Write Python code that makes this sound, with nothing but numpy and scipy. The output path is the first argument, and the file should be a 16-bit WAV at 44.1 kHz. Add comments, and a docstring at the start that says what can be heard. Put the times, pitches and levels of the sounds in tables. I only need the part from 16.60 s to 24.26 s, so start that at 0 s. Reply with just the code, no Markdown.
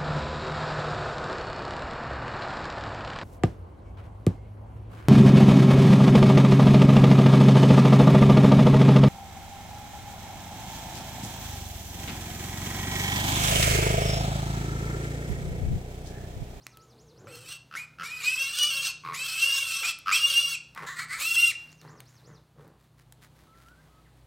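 """A piglet is carried across a farm yard, over outdoor air, a far engine's hum and a few fire snaps.
Birds call at once; the piglet whines and grumbles, then screams again and again, with hoarse yelps
before the last scream. Most screams break out of a slow rattle into a shrill whistle over rasping folds.
Then it only grunts while feet and clothes scuff, the birds return and a low drone swells.
Voices and notes are built from oscillators; air, breath and grit are shaped noise; echoes follow."""
import sys
import numpy as np
from scipy import signal
from scipy.fft import irfft, next_fast_len
from scipy.io import wavfile
from scipy.ndimage import uniform_filter1d

SR = 44100
rng = np.random.default_rng(int(sys.argv[2]) if len(sys.argv) > 2 else 0)


def to_wav(s):
    """Save 16-bit WAV."""
    ch = np.atleast_2d(s).T  # columns
    pcm = np.round(np.clip(ch, -1, 1) * 32767)  # PCM
    wavfile.write(sys.argv[1], SR, pcm.astype(np.int16))


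N = 337933
TIME = np.arange(N) / SR


def gain_of(db):
    """Decibels to gain."""
    return 10 ** (np.asarray(db) / 20)


def evened(x):
    """Scales to rms 1."""
    return x / np.sqrt(np.mean(x ** 2) + 1e-20)


def steadied(x, size=900):
    """Scales to a running rms of 1, over windows of size samples."""
    running_power = uniform_filter1d(uniform_filter1d(x ** 2, size), size)
    return x / np.sqrt(abs(running_power) + 1e-14)


def read(points, hz):
    """Reads a spectrum on a log-frequency axis."""
    f, value = np.transpose(points)
    return np.interp(np.log(hz + 1), np.log(f + 1), value)


def follow(rows, t):
    """Reads every column of a curve at the times t."""
    s, *columns = np.transpose(rows)
    return [np.interp(t, s, c) for c in columns]


def span(rows):
    """Sample times covered by a curve."""
    return np.arange(rows[0][0], rows[-1][0], 1 / SR)


def add(mix, s, sound):
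    """Mixes a sound in at time s."""
    part = mix[max(round(s * SR), 0):][:len(sound)]
    part += sound[:len(part)]


def faded(x, size=260):
    """Softens both ends over size samples."""
    n = np.arange(len(x))
    return x * np.minimum(np.minimum(n, n[::-1]) / size, 1)


def drift(n, hz):
    """Smooth random wander of about rms 1, with rates up to about hz."""
    f = np.fft.rfftfreq(next_fast_len(n + SR // 4), 1 / SR)
    spectrum = rng.standard_normal(len(f)) + 1j * rng.standard_normal(len(f))
    return evened(irfft(spectrum * np.exp(-(f / hz) ** 2)))[:n]


def colour(x, points):
    """Causal (minimum-phase) filter with the given spectrum."""
    log_gain = np.log(gain_of(read(points, abs(np.fft.fftfreq(4096, 1 / SR)))))
    taps = np.fft.ifft(np.exp(np.conj(signal.hilbert(log_gain)))).real[:2048]
    return signal.oaconvolve(x, taps)[:len(x)]


def note(hz, gain, waver):
    """A nearly pure tone that follows a pitch and a gain, with a slightly wavering pitch."""
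    turns = np.cumsum(hz * (1 + waver * drift(len(hz), 48))) / SR
    return faded(np.sqrt(2) * gain * np.sin(2 * np.pi * turns))


def arch(length, skew):
    """Gain that rises and falls once; a skew under 1 brings the top forward."""
    return np.sin(np.pi * np.linspace(0, 1, round(length * SR)) ** skew).clip(0)


def glide(length, from_hz, to_hz, db, waver, skew=1):
    """A note that swells and fades while it eases from one pitch to another."""
    gain = np.sqrt(arch(length, 0.99))
    ease = (1 - np.cos(np.pi * np.linspace(0, 1, len(gain)) ** skew)) / 2
    return note(from_hz + (to_hz - from_hz) * ease, gain_of(db) * gain, waver)


# colour of the outdoor air: (frequency [Hz], gain [dB])
AIR = [(15, -39), (25, -24), (52, -5), (137, -7), (170, -12.5), (223, -11.5), (344, -13.5), (416, -17),
       (1070, -20), (1840, -28.5), (4250, -29), (5140, -35), (8140, -35.5), (9570, -36), (16000, -41)]
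AIR_DB = -67  # before the microphone's bass thinning
# orders of the far engine: (multiple of the firing rate, level before its drift [dB])
HUM = [(2, -76.5), (3, -76), (4, -66.5), (5, -66.5), (6, -78.5)]
FIRING_HZ = 30.83
DRONE_HZ, DRONE_DB = 55, -75.5  # the drone's pitch and level until it grows
DRONE_GROWS_S, DRONE_DB_PER_S, DRONE_HZ_PER_S = 5.5, 7, 1.9  # from this time it swells and rises steadily


def background(waver=.006):
    """Outdoor air as shaped noise, the far engine's orders as sines and a drone just below the lowest one."""
    air = gain_of(AIR_DB + 1.5 * drift(N, 1.3)) * evened(colour(rng.standard_normal(N), AIR))
    air = colour(air, [(20, -14.5), (40, -7.5), (70, 0), (200, 4.5)])  # the microphone thins the deepest bass
    turns = np.cumsum(FIRING_HZ * (1 + waver * drift(N, 6.8))) / SR
    hum = np.zeros(N)
    for k, db in HUM:
        level = gain_of(db + 3.7 * drift(N, 4))
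        hum += np.sqrt(2) * level * np.sin(2 * np.pi * (k * turns + rng.random()))
    grown = np.maximum(TIME - DRONE_GROWS_S, 0)
    drone_hz = DRONE_HZ + DRONE_HZ_PER_S * grown
    drone = note(drone_hz, gain_of(DRONE_DB + DRONE_DB_PER_S * grown), waver=0.046)
    return air + hum + drone


# how long the yard rings: (frequency [Hz], time to fall 60 dB [s])
YARD = [(150, 0.43), (1200, 0.59), (2800, 0.49), (6000, 0.48), (15000, 0.04)]


def yard(x, early_db=5, early_s=0.033):
    """Scattered echoes from the wall, the shed and the trees; the first ones are strongest."""
    t = np.arange(SR) / SR
    # about 2500 echoes a second with random signs, none in the first 4 ms
    taps = rng.choice([-1., 1.], SR) * (rng.random(SR) < 2500 / SR) * (t > .004)
    taps = taps * (1 + gain_of(early_db) * np.exp(-t / early_s))
    hz, at, z = signal.stft(taps, SR, nperseg=256)
    decay = gain_of(-60 * at / read(YARD, hz)[:, None])
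    tail = signal.istft(z * decay, SR, nperseg=256)[1]
    return signal.oaconvolve(x, tail / np.linalg.norm(tail))[:N]


# bouts of the small bird's evenly spaced calls: (start [s], level before the stroke's own [dB])
CHIRPS = [(.005, -63.5), (5.082, -63)]
# upstroke and downstroke of one call:
# (delay after its start [s], length [s], from [Hz], to [Hz], level within the bout [dB])
CHIRP = [(0, .06, 3970, 7420, -1), (0.088, .068, 6700, 3465, -3)]
CHIRP_EVERY_S = .1843
CHIRP_EASE = 0.91  # under 1, a stroke reaches its last pitch early and lingers there
# a third bird's short falling peeps: (start [s], level [dB])
PEEPS = [(6.93, -69), (7.189, -71), (7.444, -67.5)]
PEEP_S, PEEP_FROM_HZ, PEEP_TO_HZ = .042, 2200, 1402  # every peep falls alike
# a far bird's whistled notes: (start [s], length [s], from [Hz], to [Hz], level before far_db [dB])
FAR_NOTES = [(.11, 0.16, 1304, 1306, -64), (6.856, 0.18, 1285, 1380, -63.5),
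             (7.046, 0.094, 1310, 1515, -59), (7.149, 0.074, 1494, 1614, -66),
             (7.257, 0.155, 1257, 1290, -65.5)]


def birds(far_db=-1, calls=4):
    """Gliding whistles: a small bird see-saws in the trees; others whistle and peep from farther off."""
    out = np.zeros(N)
    for s, db in CHIRPS:
        for k in range(calls):
            for after, length, from_hz, to_hz, stroke_db in CHIRP:
                stroke = glide(length, from_hz, to_hz, db + stroke_db, waver=0.0071, skew=CHIRP_EASE)
                add(out, s + k * CHIRP_EVERY_S + after, stroke)
    for s, db in PEEPS:
        add(out, s, glide(PEEP_S, PEEP_FROM_HZ, PEEP_TO_HZ, db, waver=0.0044))
    for s, length, from_hz, to_hz, db in FAR_NOTES:
        add(out, s, glide(length, from_hz, to_hz, db + far_db, waver=.003))
    return out


# scuffs of feet and clothes: (start [s], length [s], level before level_db [dB])
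SCUFFS = [(4.949, 0.31, -59.5), (5.18, .2, -63), (5.37, 0.5, -63), (5.978, 0.21, -67.5),
          (6.18, 0.14, -65.5), (6.373, 0.084, -60), (6.611, 0.094, -54.5), (6.74, 0.2, -61.5),
          (6.94, 0.26, -59.5), (7.13, 0.4, -69), (7.55, .11, -67.5)]


def scuffs(level_db=-3, grains_per_s=1500, skew=0.55):
    """Grit and cloth rub in small grains, swelling and fading with each move."""
    sizes = gain_of(1.4 * np.minimum(rng.exponential(1, N), 4)) * rng.standard_normal(N)
    grains = sizes * (rng.random(N) < grains_per_s / SR)
    grit = colour(grains, [(200, -31), (800, 4), (1900, 8.5), (2600, 0.5), (4000, 1), (7000, -3.5), (15000, -7)])
    pressure = np.zeros(N)
    for s, length, db in SCUFFS:
        add(pressure, s, gain_of(db + level_db) * arch(length, skew) ** 2)
    return pressure * evened(grit)


# fire snaps: (start [s], peak level [dB], brightness: gain at 10 kHz [dB])
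SNAPS = [(0.067, -23.5, -14.5), (0.172, -34, 0), (3.388, -27.5, 7), (4.149, -32.5, -6), (5.118, -45, -10),
         (5.128, -43, -17), (5.215, -39.5, -12.5), (5.404, -30.5, -7), (6.078, -47, -1), (6.524, -36.5, -3),
         (7.085, -44.5, -19.5)]


def fire(decay_s=0.0015, second_db=-24, second_decay_s=0.0014):
    """Burning twigs burst with a very short crack."""
    out, t = np.zeros(N), np.arange(1500) / SR
    for s, db, bright_db in SNAPS:
        envelope = np.exp(-t / decay_s) + gain_of(second_db) * np.exp(-t / second_decay_s)
        burst = rng.standard_normal(len(t)) * envelope
        crack = colour(burst, [(200, -13.0), (1300, -1.5), (3500, -1.5), (6000, -3.5),
                               (10000, bright_db), (16000, bright_db - 1.5)])
        add(out, s, gain_of(db) * crack / abs(crack).max())
    return out


def vocal_folds(fold_hz, rough):
    """Strong and weak beats alternate, putting half lines between the harmonics; each line swells and strays."""
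    n = len(fold_hz)
    turns = np.cumsum(fold_hz) / SR
    lines = np.zeros(n)
    for k in range(2, 58):  # even k are harmonics, odd k the half lines
        stray_hz = min(9 * k, 85) * (.5 + rough) * drift(n, 32)
        size = np.where(k % 2, .8 * rough, 1) * gain_of(5 * drift(n, 38))
        stray_turns = np.cumsum(stray_hz) / SR + rng.random()
        lines += size * np.cos(np.pi * k * turns + 2 * np.pi * stray_turns)
    puffs = (1 + .7 * np.cos(2 * np.pi * turns)) * rng.standard_normal(n)
    return evened(lines) + (.3 + .7 * rough ** 2) * evened(puffs)


# throat resonances at full scream: (centre [Hz], width [Hz], gain before the bands are levelled [dB])
THROAT = [(560, 110, -9), (1317, 200, 10), (1530, 420, 1), (2720, 650, 13.5), (3220, 290, 18),
          (4260, 1200, 12), (5590, 1680, 11), (8210, 1100, 14.5), (10630, 2500, 1.5), (14020, 6900, 2)]
FULL_SCREAM_HZ = 2680
# overtones of the whistle: (multiple, level against the fundamental before its drift [dB])
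OVERTONES = [(1, 0), (2, -21), (3, -21), (4, -31), (5, -33)]
DROOP_S = .011  # the whistle leaps up to its pitch, and droops in this time as the air runs out
# the mouth's ring follows the rasp (slope in dB per dB) and flares in the leap; the hiss on top follows too
MOUTH_DB, MOUTH_SLOPE, MOUTH_LEAP_DB = -26, 0.64, 18
HISS_DB, HISS_SLOPE = -11.5, 0.85
SCREAM_ATTACK_S, SCREAM_RELEASE_S = 0.016, .014


def scream(rows, voice, ratio, whistle_db=-1.0, quaver_db=0.66):
    """A whistle and its overtones, with the folds beating near a whole fraction of its pitch."""
    t = span(rows)
    n = len(t)
    hz, tone_level, rasp_level = follow(rows, t)
    least_rough, mouth_db, hiss_db, leap_share, leap_s, droop_share = voice
    leap, droop = np.exp((t[0] - t) / leap_s), np.exp((t - t[-1]) / DROOP_S)
    hz = uniform_filter1d(hz, size=500) * (1 - leap_share * leap - droop_share * droop)
    mouth_level = MOUTH_DB + mouth_db + MOUTH_SLOPE * rasp_level + MOUTH_LEAP_DB * leap
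    hiss_level = HISS_DB + hiss_db + HISS_SLOPE * rasp_level

    # the voice is cleanest where the whistle stands far above the rest
    clear_db = tone_level - np.maximum(rasp_level, mouth_level)
    rough = np.clip(.8 - clear_db / 14, least_rough, 1)
    hz = hz * (1 + rough * (.016 * drift(n, 35) + .01 * drift(n, 350)))
    turns = np.cumsum(hz) / SR
    tone = np.zeros(n)
    for k, db in OVERTONES:
        tone += gain_of(db + 3 * (k > 1) * drift(n, 25)) * np.sin(2 * np.pi * k * turns)
    tone *= 1 + .08 * np.cos(2 * np.pi * turns / ratio) + .35 * rough * drift(n, 110)
    tone *= gain_of(quaver_db * drift(n, 22))
    drive = vocal_folds(hz / ratio * (1 + .025 * rough * drift(n, 14)), rough)

    # the throat's resonances rise with the pitch as the mouth is pulled open; the lowest move least
    f, at, z = signal.stft(drive, SR, nperseg=512, noverlap=384)
    opening = np.interp(at, t - t[0], hz) / FULL_SCREAM_HZ
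    f = f[:, None]
    power = 0
    for centre, width, db in THROAT:
        moved = centre * opening ** (.35 if centre < 2000 else .75)
        power = power + gain_of(db) ** 2 / (1 + (2 * (f - moved) / width) ** 2) ** 2
    z = z * np.sqrt(power)

    def band_sound(band):
        """One band of the throat's sound, held at a steady level."""
        return steadied(signal.istft(z * band, SR, nperseg=512, noverlap=384)[1][:n])

    low, high = 1 / (1 + (f / 2100) ** 12), 1 / (1 + (7000 / (f + 1)) ** 12)
    mouth, rasp, hiss = band_sound(low), band_sound(1 - low - high), band_sound(high)
    harsh = gain_of(mouth_level) * mouth + gain_of(rasp_level) * rasp + gain_of(hiss_level) * hiss
    flutter = gain_of(2.4 * rough * drift(n, 90))
    attack = np.minimum((t - t[0]) / SCREAM_ATTACK_S, 1)
    release = np.minimum((t[-1] - t) / SCREAM_RELEASE_S, 1)
    whistle = np.sqrt(2) * gain_of(tone_level + whistle_db) * tone
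    return t[0], attack * release * faded(whistle + harsh * flutter)


# colour of the chest, scaled in frequency by each growl's throat tuning: (frequency [Hz], gain [dB])
CHEST_COLOUR = [(90, -21.5), (150, 16), (195, -0.5), (300, -6.5), (470, 2), (620, -8.5), (800, -14),
                (1500, -37.5), (5000, -71)]
GROWL_FROM_DB = -16  # every growl swells from this far down


def growl(row, mouth_colour, jitter, leak, mouth_db, chest_db, sag_db, bend=0):
    """Slack folds flap slowly; each flap knocks the mouth and the chest and lets out a puff."""
    start, length, rise, mouth_level, chest_level, throat, beat_hz = row
    n = round(length * SR)
    t = np.arange(n) / SR
    effort = gain_of(np.interp(t, [0, min(rise, length), length], [GROWL_FROM_DB, 0, sag_db]))
    flap_hz = beat_hz * (1 + bend * np.linspace(-.5, .5, n) + jitter * drift(n, 50))
    turns = np.cumsum(flap_hz) / SR + .5
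    flaps = np.diff(np.floor(turns), prepend=0) * gain_of(2 * drift(n, 58.4))
    flaps = colour(flaps, [(1500, -9), (5000, -15.0)])  # soft tissue blunts the knock
    puffs = (0.149 + np.exp(-(turns % 1) / 0.42)) * rng.standard_normal(n)
    drive = steadied(evened(flaps) + leak * evened(puffs), size=1500)
    mouth = steadied(colour(drive, np.multiply(mouth_colour, [throat, 1])), size=1200)
    chest = steadied(colour(drive, np.multiply(CHEST_COLOUR, [throat, 1])), size=1200)
    voice = gain_of(mouth_level + mouth_db) * mouth + gain_of(chest_level + chest_db) * chest
    return start, faded(effort * voice, size=120)


# the low whine before and into the first scream: (time [s], pitch before waver [Hz], level before whine_db [dB])
WHINE = [(0.17, 436, -63.5), (0.582, 468.5, -57), (0.608, 380, -61), (0.64, 390, -56), (0.682, 545.6, -48),
         (0.758, 453.6, -49.5), (0.86, 534, -62)]
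# one curve a scream, four short and four long:
# (time [s], whistle pitch before leap, droop and wander [Hz], whistle level before trim [dB], rasp level [dB])
SCREAMS = [
    [(0.665, 2736, -62, -64.5), (0.749, 2768, -49.5, -53), (0.769, 2670, -66, -55.5),
     (0.847, 2563, -60, -57), (0.921, 2767, -43, -42.5), (0.98, 2676, -48.5, -60)],
    [(1.146, 2320, -50, -55), (1.164, 2340, -39, -48), (1.174, 2440, -35.5, -46),
     (1.254, 2560, -48.5, -66.5), (1.26, 2510, -49, -65)],
    [(1.425, 2380, -51, -43), (1.461, 2400, -37, -45), (1.499, 2417, -45, -47), (1.535, 2510, -33.5, -52.5),
     (1.595, 2529, -42, -48.5), (1.63, 2350, -39, -39.5)],
    [(3.225, 2496, -31.5, -37.5), (3.239, 2507, -33.5, -35), (3.259, 2557, -27, -30),
     (3.273, 2696, -37.5, -33.5), (3.293, 2760, -29.5, -28.5), (3.325, 2775, -39, -43)],
    [(1.612, 2415, -44, -43), (1.654, 2530, -31.5, -34.5), (1.686, 2563, -19, -35),
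     (1.698, 2586, -33.5, -36.5), (1.748, 2586, -25.5, -41), (1.76, 2535, -34, -39),
     (1.822, 2736, -25, -35.5), (1.912, 2745, -39.5, -42), (1.992, 2856, -34.5, -32),
     (2.034, 2950, -18.5, -28.5), (2.096, 2890, -36, -39.5), (2.112, 2751, -28.5, -34.5),
     (2.216, 2736, -34.5, -37.5), (2.272, 2744, -29.5, -30.5), (2.32, 2770, -39.5, -46)],
    [(2.527, 2484, -49.5, -46), (2.543, 2444, -44, -42.5), (2.621, 2640, -32, -39),
     (2.673, 2626, -40, -37.5), (2.773, 2618, -31.5, -36), (2.811, 2757, -32.5, -30),
     (2.827, 2717, -19, -29.5), (2.879, 2810, -30.5, -36), (2.981, 2757, -26.5, -32),
     (3.001, 2790, -32, -37), (3.129, 2682, -37, -36.5), (3.141, 2715, -29, -34), (3.201, 2686, -35, -36),
     (3.221, 2733, -33.5, -40.5), (3.24, 2790, -30, -29)],
    [(3.51, 2534, -34.5, -35.5), (3.53, 2605, -22.5, -29.5), (3.552, 2672, -24, -25.5),
     (3.602, 2770, -34.5, -34), (3.654, 2823, -16, -36.5), (3.666, 2835, -29.5, -34),
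     (3.684, 2823, -22.5, -30), (3.692, 2840, -32.5, -33), (3.742, 2763, -31.5, -31.5),
     (3.774, 2824, -18, -31), (3.812, 2820, -32, -33), (3.85, 2810, -26, -40), (3.886, 2793, -32, -36),
     (3.944, 2780, -28.5, -37.5), (3.965, 2733, -33.5, -40.5)],
    [(4.575, 2437, -46.5, -48), (4.599, 2497, -39.5, -41), (4.609, 2588, -37, -35),
     (4.677, 2758, -26.5, -38.5), (4.705, 2792, -32, -36), (4.717, 2698, -23.5, -38),
     (4.757, 2800, -32.5, -32.5), (4.767, 2741, -18.5, -38.5), (4.805, 2775, -19.5, -32.5),
     (4.811, 2812, -23.5, -35), (4.851, 2786, -17.5, -34.5), (4.879, 2778, -24, -33),
     (4.911, 2702, -38.5, -41.5), (4.925, 2714, -29, -44)],
]
# the voice in each scream: (least roughness [0-1], mouth trim [dB], hiss trim [dB],
# leap [share of pitch], leap time [s], droop [share of pitch])
VOICES = [(.3, -1.5, 1.5, .22, .03, .02), (0.4, 2, 2, 0.61, 0.016, 0.034), (0.43, 4, -1, 0.39, .015, .08),
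          (0.8, 1.5, 0, .1, 0.025, 0.17), (.33, -0.5, 0, .25, .022, 0.16),
          (.33, 0.5, 1.5, .45, 0.02, 0.082), (.3, -2, 1, .42, .011, .25), (.45, 0, 5, .28, .035, 0.5)]
# for each scream: (whistle cycles to one beat of the folds)
FOLD_RATIO = [5, 5, 5, 5, 5, 5, 5, 4]
# growls, as rattles that lead into screams, hoarse yelps and low grunts: (start [s], length [s], rise [s],
# mouth level before trim [dB], chest level before trim [dB], throat tuning [ratio], mean flap rate [Hz])
RATTLES = [(0.666, 0.012, .006, -50, -58, 1.07, 88.4), (1.106, .058, .048, -37, -57, 1.136, 72),
           (1.381, .06, 0.023, -36, -51.5, 1.14, 87.6), (2.431, .112, .024, -37, -50.5, .94, 82.1),
           (3.455, .069, .028, -25, -57.5, 1.09, 97.3)]
YELPS = [(4.261, .095, 0.011, -38.5, -59.5, 0.93, 373.3), (4.353, 0.099, 0.042, -34.5, -61, 1.033, 382),
         (4.482, .11, .048, -34.5, -62.5, 1.08, 423)]
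GRUNTS = [(0.287, 0.21, 0.051, -90, -61, 1.58, 80.6), (.52, 0.39, 0.11, -60, -52, 0.8, 78.6),
          (4.152, 0.065, 0.025, -36.5, -53, 1.13, 73.7), (4.191, 0.076, 0.044, -38.5, -43.5, 1.06, 78),
          (5.21, 0.22, 0.041, -53, -49, 0.97, 79.6), (5.609, .2, 0.097, -59.5, -51, 1.0, 80),
          (5.95, 0.22, 0.046, -60, -51, 1.01, 78.8)]
# mouth colours, scaled in frequency by the throat tuning: (frequency [Hz], gain [dB])
RATTLE_COLOUR = [(550, -35.5), (850, -23.5), (1170, 5.5), (1600, -10), (1950, -17.5), (2300, -6),
                 (3400, -21), (4500, -15), (6500, -32.5), (9000, -33.5), (16000, -36)]
YELP_COLOUR = [(700, -31.5), (1180, -1), (1550, -2.5), (2000, 1.5), (2600, -13), (3300, -12), (4200, -2),
               (5200, -14.5), (6500, -11.5), (7900, -4.5), (9200, -18.5), (16000, -23)]
GRUNT_COLOUR = [(600, -20.5), (850, 2.5), (1150, 4.5), (1450, 2), (1900, -0.5), (2400, -12.5),
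                (4000, -18.5), (8000, -25), (16000, -35)]
YELP_FROM_HZ, YELP_TO_HZ = 1800, 2214  # a thin whistle slides up through each yelp, at throat tuning 1


def piglet(whine_db=-4, yelp_whistle_db=-3):
    """One throat, from pure whine and whistling screams to the slow flaps of rattles, yelps and grunts."""
    out = np.zeros(N)
    hz, db = follow(WHINE, span(WHINE))
    add(out, WHINE[0][0], note(hz, gain_of(db + whine_db), waver=0.054))
    for rows, voice, ratio in zip(SCREAMS, VOICES, FOLD_RATIO):
        add(out, *scream(rows, voice, ratio))
    for row in RATTLES:
        add(out, *growl(row, RATTLE_COLOUR, jitter=.05, leak=1.0, mouth_db=-0.5, chest_db=1.0, sag_db=-2))
    for row in YELPS:
        add(out, *growl(row, YELP_COLOUR, jitter=.05, leak=0.61,
                        mouth_db=0.5, chest_db=-6.5, sag_db=-10, bend=.22))
        start, length, _, db, _, throat, _ = row
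        whistle = glide(length, YELP_FROM_HZ * throat, YELP_TO_HZ * throat, db + yelp_whistle_db, waver=0.032)
        add(out, start, whistle * arch(length, 0.69) ** 2)
    for row in GRUNTS:
        add(out, *growl(row, GRUNT_COLOUR, jitter=0.38, leak=3.53, mouth_db=-1.5, chest_db=0, sag_db=-11.5))
    return out


def scene(pig_wet_db=-9, bird_wet_db=-6, snap_wet_db=-15):
    """Everything reaches one microphone, heard alike in both ears."""
    pig, song, snaps = piglet(), birds(), fire()
    echoes = yard(gain_of(pig_wet_db) * pig + gain_of(bird_wet_db) * song + gain_of(snap_wet_db) * snaps)
    mono = pig + song + snaps + echoes + scuffs() + background()
    return np.array([mono, mono])


EDGE_HZ = 16100


def record(dry):
    """The recorder's band limit: a steep low-pass at EDGE_HZ."""
    taps = signal.firwin(511, EDGE_HZ, window=("kaiser", 9), fs=SR)
    return signal.oaconvolve(dry, taps[None], "same")


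dry = scene()
out = record(dry)
to_wav(out)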